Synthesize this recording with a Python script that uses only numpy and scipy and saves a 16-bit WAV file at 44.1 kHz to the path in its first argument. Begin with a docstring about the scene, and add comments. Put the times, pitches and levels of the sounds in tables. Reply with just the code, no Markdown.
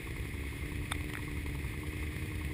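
"""In a parking area at night, motorcycles idle. A 90-degree V-twin thumps unevenly: firing kicks ring its exhaust and
echo, while valve gear contacts ring its cylinder head every cycle. A second engine purrs at a slowly rising speed, made
of sine tones and filtered firing kicks; a third drones faintly in sine tones. Filtered noise makes a low rumble and
a mechanical hiss. A few small hard clicks and soft brushes of noise sound close to the microphone."""
import sys
import numpy as np
from scipy import signal
from scipy.fft import rfft, irfft, next_fast_len
from scipy.io import wavfile

SR = 44100
rng = np.random.default_rng(int(sys.argv[2]) if len(sys.argv) > 2 else 0)


def unload_wav(signal):
    """Save mono or channel-first audio to the path in sys.argv[1] as 16-bit WAV at rate SR, clipped to [-1, 1]."""
    wavfile.write(
        sys.argv[1],
        SR,
        np.round(np.clip(np.atleast_2d(signal).T, -1, 1) * 32767).astype(np.int16),
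    )


N = 111573  # length in samples


def from_db(db):
    """Turn decibels into a gain."""
    return 10 ** (np.asarray(db) / 20)


def rms_one(x):
    """Scale a sound to an average (rms) level of 1."""
    return x / np.sqrt(np.mean(x ** 2) + 1e-20)


def turns(rows):
    """Add up a changing rate, given as (t/s, rate), into the number of turns so far."""
    s, rate = np.transpose(rows)
    return np.cumsum(np.interp(np.arange(N) / SR, s, rate)) / SR


def drift(rate_hz):
    """Wander slowly at random with a spread of 1: noise smoothed twice, worked out every 40 samples."""
    step = 40
    r = np.exp(-2 * np.pi * rate_hz * step / SR)
    noise = rng.standard_normal(N // step + 2002)
    slow = signal.lfilter([1], [1, -2 * r, r * r], noise)[2000:]  # skip the start-up
    return np.interp(np.arange(N) / step, np.arange(len(slow)), rms_one(slow))


def colour(x, points):
    """Shape the spectrum by (f/Hz, level/dB) without sounding early; white noise keeps its level."""
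    size = 2 * next_fast_len(N)
    hz, db = np.transpose(points)
    bins_hz = np.arange(size // 2 + 1) * SR / size
    gain = rms_one(from_db(np.interp(np.log(bins_hz + 1), np.log(hz), db)))
    # folding the cepstrum forward gives the minimum-phase filter
    cepstrum = irfft(np.log(gain))[:size // 2]
    cepstrum[1:] *= 2
    return irfft(rfft(x, size) * np.exp(rfft(cepstrum, size)))[:N]


def resonate(x, modes):
    """Ring several resonances side by side; the narrower one is, the longer it rings."""
    out = 0
    for hz, width_hz, db in modes:
        r = np.exp(-np.pi * width_hz / SR)
        feedback = [1, -2 * r * np.cos(2 * np.pi * hz / SR), r * r]
        ringing = signal.lfilter([1, 0, -1], feedback, x + 1e-18)
        out = out + from_db(db) * (1 - r * r) / 2 * ringing
    return out


def bursts(kicks, decay_s):
    """Let each kick set off a puff of noise that dies away."""
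    fading = signal.lfilter([1], [1, -np.exp(-1 / (decay_s * SR))], kicks + 1e-18)
    return fading * rng.standard_normal(N)


# spectrum of the engines' rumble: [f/Hz, relative level/dB per Hz]
RUMBLE_SPECTRUM = [(15, -16), (30, -4), (55, 3), (90, 3.5), (140, -1.5), (190, -23.5), (280, -14.5),
                   (350, -23), (470, -30), (560, -26), (1000, -30), (1400, -33.5), (3000, -59.5)]
RUMBLE_DB = -42.5


def rumble():
    """The engines' diffuse rumble: steady noise, strongest in the bass."""
    return from_db(RUMBLE_DB) * colour(rng.standard_normal(N), RUMBLE_SPECTRUM)


# spectrum of the hiss, coloured by the microphone's port: [f/Hz, relative level/dB per Hz]
HISS_SPECTRUM = [(300, -22.5), (700, -20.5), (1150, -13), (1420, -22.5), (1650, -12), (1900, -4),
                 (2150, 1.5), (2320, -6.5), (2540, -3.5), (2680, -14), (3150, -15.5), (3350, -12.5),
                 (3750, -16), (4100, -20), (5300, -24), (6000, -38.5), (6700, -27), (8600, -22),
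                 (9250, -23), (9850, -12), (10700, -33.5), (11400, -32), (11900, -26), (12700, -32),
                 (13450, -32.5), (14150, -14), (14800, -31.5), (15400, -23)]
HISS_DB, HISS_PUFF_DB, PUFF_SWELL_S = -48, -57.5, 0.0014
HISS_THROB, HISS_FLICKER_DB = 0.027, 1.0  # throb as a share of the level; spread of the flicker


def hiss(firings):
    """Mechanical hiss: noise that throbs with the second engine and puffs at each firing of the twin."""
    throb = 1 + HISS_THROB * np.sin(2 * np.pi * turns(SECOND_FIRING_RATE))
    flicker = from_db(HISS_FLICKER_DB * drift(27))
    steady = rms_one(throb * flicker * rng.standard_normal(N))
    r = np.exp(-1 / (PUFF_SWELL_S * SR))
    swells = signal.lfilter([1], [1, -2 * r, r * r], firings + 1e-18)  # rise, then fall
    puffs = rms_one(swells * rng.standard_normal(N))
    return colour(from_db(HISS_DB) * steady + from_db(HISS_PUFF_DB) * puffs, HISS_SPECTRUM)


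WAVER_RAD = 0.45  # spread of the phase


def even_engine(rate_rows, partials):
    """A smooth-running engine: sine tones at multiples of its firing rate, wavering in phase."""
    phase = 2 * np.pi * turns(rate_rows)
    out = 0
    for multiple, db in partials:
        start = 2 * np.pi * rng.random()
        tone = np.sin(round(multiple) * phase + start + WAVER_RAD * drift(12.3))
        out = out + from_db(db) * rms_one(tone)
    return out


# firing rate of the third engine: [t/s, f/Hz]
THIRD_FIRING_RATE = [(0, 36.1), (.66, 36.26), (2.53, 35.12)]
# tones of the third engine: [multiple of the firing rate, level/dB]
DRONE_PARTIALS = [(2, -55), (4, -56), (5, -58), (6, -61.5)]


def drone():
    """The third engine's faint drone: a few tones that follow its firing rate."""
    return even_engine(THIRD_FIRING_RATE, DRONE_PARTIALS)


# firing rate of the second engine, also felt in its purr and the hiss: [t/s, f/Hz]
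SECOND_FIRING_RATE = [(0.0, 68), (0.1, 65.6), (0.25, 70.28), (0.56, 69.78), (0.62, 73.04), (1.19, 74.64),
                      (1.49, 72.53), (1.93, 76.39), (2.53, 75.36)]
# low tones of the second engine: [multiple of the firing rate, level/dB]
HUM_PARTIALS = [(1, -45), (2, -56), (4, -55.5)]


def hum():
    """The second engine's hum: low tones that follow its firing rate."""
    return even_engine(SECOND_FIRING_RATE, HUM_PARTIALS)


# strength of the second engine's four cylinders in firing order: [relative level/dB]
CYLINDER_STRENGTHS = [0, -2, -8, -2]
# response of its exhaust pipe: [f/Hz, relative level/dB]
PIPE_RESPONSE = [(120, -27.5), (215, -12), (260, 1.5), (300, 4), (380, -1), (460, -4.5), (500, -8.5),
                 (560, -29), (700, -41), (1500, -64.5)]
PURR_DB, PURR_RISE_DB_PER_S = -49.5, 0.2
PURR_SPREAD_DB, PURR_JITTER_S = 4.5, 0.00026


def purr():
    """The second engine's four cylinders fire in turn into its pipe, unevenly and slowly growing."""
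    numbers = np.arange(200)  # more firings than fit; the rest are dropped
    late, strength = rng.standard_normal((2, len(numbers)))
    on_time = np.interp(numbers, turns(SECOND_FIRING_RATE), np.arange(N) / SR, right=-1)
    s = on_time + PURR_JITTER_S * late
    uneven = PURR_SPREAD_DB * np.minimum(strength, .5)  # firings vary more downwards than upwards
    db = np.resize(CYLINDER_STRENGTHS, len(numbers)) + uneven + PURR_RISE_DB_PER_S * s
    at, kicks = (s * SR).astype(int), np.zeros(N)
    heard = (at >= 0) & (at < N)
    kicks[at[heard]] = from_db(db[heard])
    return from_db(PURR_DB) * rms_one(colour(kicks, PIPE_RESPONSE))


# hard clicks: [t/s, level/dB, decay/s, share of ringing 0-1]
CLICK_EVENTS = [(.9201, -21, 0.00074, 0.67), (0.921, -24, 0.00042, .7), (1.1532, -28, 0.0013, 0),
                (1.172, -29.5, 0.00091, .06)]
# resonances of the clicked part: [f/Hz, width/Hz, relative level/dB]
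CLICK_RESONANCES = [(1280, 68, -7), (1825, 140, -3.5), (1990, 170, -21), (2320, 160, -2), (3360, 140, 10.5),
                    (3610, 140, 11), (8200, 140, 19), (8600, 160, 13)]
# spectrum of a click's crack: [f/Hz, relative level/dB per Hz]
CRACK_SPECTRUM = [(300, -34), (700, 2), (1100, -0.5), (1650, 15), (2300, 9.5), (3000, -13), (3600, 1),
                  (4500, -37), (6000, -39), (8000, -19.5), (10000, -2.5), (11500, -30), (13000, -9),
                  (14200, -6), (15500, -35)]
CLICK_ROUGH = 0.22  # amount of noise in the crack
CLICK_LENGTH_S = 0.00083  # a click's level is its energy averaged over this time


def clicks():
    """Hard clicks: a sharp kick with a puff of noise cracks and makes the clicked part ring briefly."""
    out = np.zeros(N)
    for s, db, decay_s, share in CLICK_EVENTS:
        kick = 1. * (np.arange(N) == int(s * SR))
        crack = rms_one(colour(kick + CLICK_ROUGH * bursts(kick, decay_s), CRACK_SPECTRUM))
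        ringing = rms_one(resonate(crack, CLICK_RESONANCES))
        click = np.sqrt(share) * ringing + np.sqrt(1 - share) * crack
        out += from_db(db) * rms_one(click) * np.sqrt(CLICK_LENGTH_S * SR / N)
    return out


# soft brushes: [t/s at the peak, level/dB before the treble is softened, half length/s]
BRUSH_EVENTS = [(0.918, -33, 0.0039), (.952, -43.5, 0.0063), (1.101, -42.5, .0014), (1.137, -32, 0.0018)]
BRUSH_TOP_HZ = 6030


def brushes():
    """Soft brushes: noise with the hiss's colour and less treble swells and fades around the clicks."""
    t = np.arange(N) / SR
    swell = sum(from_db(db) * np.exp(-.5 * ((t - s) / half_s) ** 2) for s, db, half_s in BRUSH_EVENTS)
    noise = colour(swell * rng.standard_normal(N), HISS_SPECTRUM)
    return signal.sosfilt(signal.butter(1, BRUSH_TOP_HZ, fs=SR, output="sos"), noise)


# speed of the V-twin: [t/s, speed/rpm]
TWIN_SPEED = [(0.0, 1329), (0.35, 1337), (0.55, 1250), (0.85, 1241), (1.2, 1338), (1.5, 1317), (1.95, 1219),
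              (2.2, 1268), (2.53, 1254)]
FIRST_CYCLE_S, TWIN_JITTER_S = .071, 0.001


def each_cycle(rows, spread_db):
    """Kick at set places of every four-stroke cycle of the twin, varying a little in time and strength."""
    t = np.arange(N) / SR
    cycle = turns(TWIN_SPEED) / 120  # 60 s a minute, two turns a cycle
    cycle -= np.interp(FIRST_CYCLE_S, t, cycle)
    kicks, numbers = np.zeros(N), np.arange(-1, 30)
    for place, db in rows:
        late, strength = rng.standard_normal((2, len(numbers)))
        on_time = np.interp(numbers + place, cycle, t, left=-1, right=-1)  # -1: outside the scene
        at = ((on_time + TWIN_JITTER_S * late) * SR).astype(int)
        heard = (at >= 0) & (at < N)
        kicks[at[heard]] += from_db(db + spread_db * strength)[heard]
    return kicks


# valve gear contacts: [place in the cycle 0-1, relative level/dB]
VALVE_CONTACTS = [(0.0, -5.5), (.065, -9.5), (.29, -15.5)]
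# resonances of the cylinder head: [f/Hz, width/Hz, relative level/dB]
HEAD_RESONANCES = [(955, 78, 2), (1078, 69, 4), (1238, 46, -2)]
# what the cover lets through: [lower f/Hz, upper f/Hz]
COVER_BAND = [840, 1240]
CLATTER_DB, CLATTER_SPREAD_DB = -61.5, 1.2
CLATTER_ROUGH, CLATTER_DECAY_S = 0.067, 0.0034  # amount and decay of the rasp


def twin_clatter():
    """Valve gear contacts with a short rasp ring the cylinder head; its cover passes only the middle."""
    kicks = each_cycle(VALVE_CONTACTS, CLATTER_SPREAD_DB)
    rasp = CLATTER_ROUGH * bursts(kicks, CLATTER_DECAY_S)
    ringing = resonate(kicks + rasp, HEAD_RESONANCES)
    cover = signal.butter(2, COVER_BAND, "band", fs=SR, output="sos")
    return from_db(CLATTER_DB) * rms_one(signal.sosfilt(cover, ringing))


# the twin's two firings: [place in the cycle 0-1, relative level/dB]
TWIN_FIRINGS = [(.035, -3.5), (.405, 0)]


def twin_firings():
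    """The twin's two cylinders fire at uneven distances in the cycle, with a strength that varies by 3 dB."""
    return each_cycle(TWIN_FIRINGS, 3)


# resonances of the exhaust: [f/Hz, width/Hz, relative level/dB]
EXHAUST_RESONANCES = [(69.5, 46, -2), (125, 15, -5), (277, 124, -22), (432, 37, -22)]
# echoes of the exhaust: [delay t/s, relative level/dB]
EXHAUST_ECHOES = [(0.015, -15), (0.03, -17), (0.051, -5)]
EXHAUST_DB, EXHAUST_TOP_HZ = -46, 414


def twin_exhaust(firings):
    """Each firing thumps through the muffler and returns from the surroundings."""
    muffler = signal.butter(4, EXHAUST_TOP_HZ, fs=SR, output="sos")
    thumps = signal.sosfilt(muffler, resonate(firings, EXHAUST_RESONANCES))
    t = np.arange(N) / SR
    echoes = sum(from_db(db) * np.interp(t - delay_s, t, thumps, left=0) for delay_s, db in EXHAUST_ECHOES)
    return from_db(EXHAUST_DB) * rms_one(thumps + echoes)


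def scene():
    """Three engines, their rumble and hiss, and the clicks and brushes."""
    firings = twin_firings()
    background = rumble() + hiss(firings)
    others = drone() + hum() + purr()
    close_by = clicks() + brushes()
    twin = twin_clatter() + twin_exhaust(firings)
    return (background + others + close_by + twin)[None]


CUTOFF_HZ = 15400


def record(dry):
    """Cut the top of the treble off steeply."""
    return signal.sosfilt(signal.ellip(10, .1, 80, CUTOFF_HZ, fs=SR, output="sos"), dry)


dry = scene()
out = record(dry)
unload_wav(out)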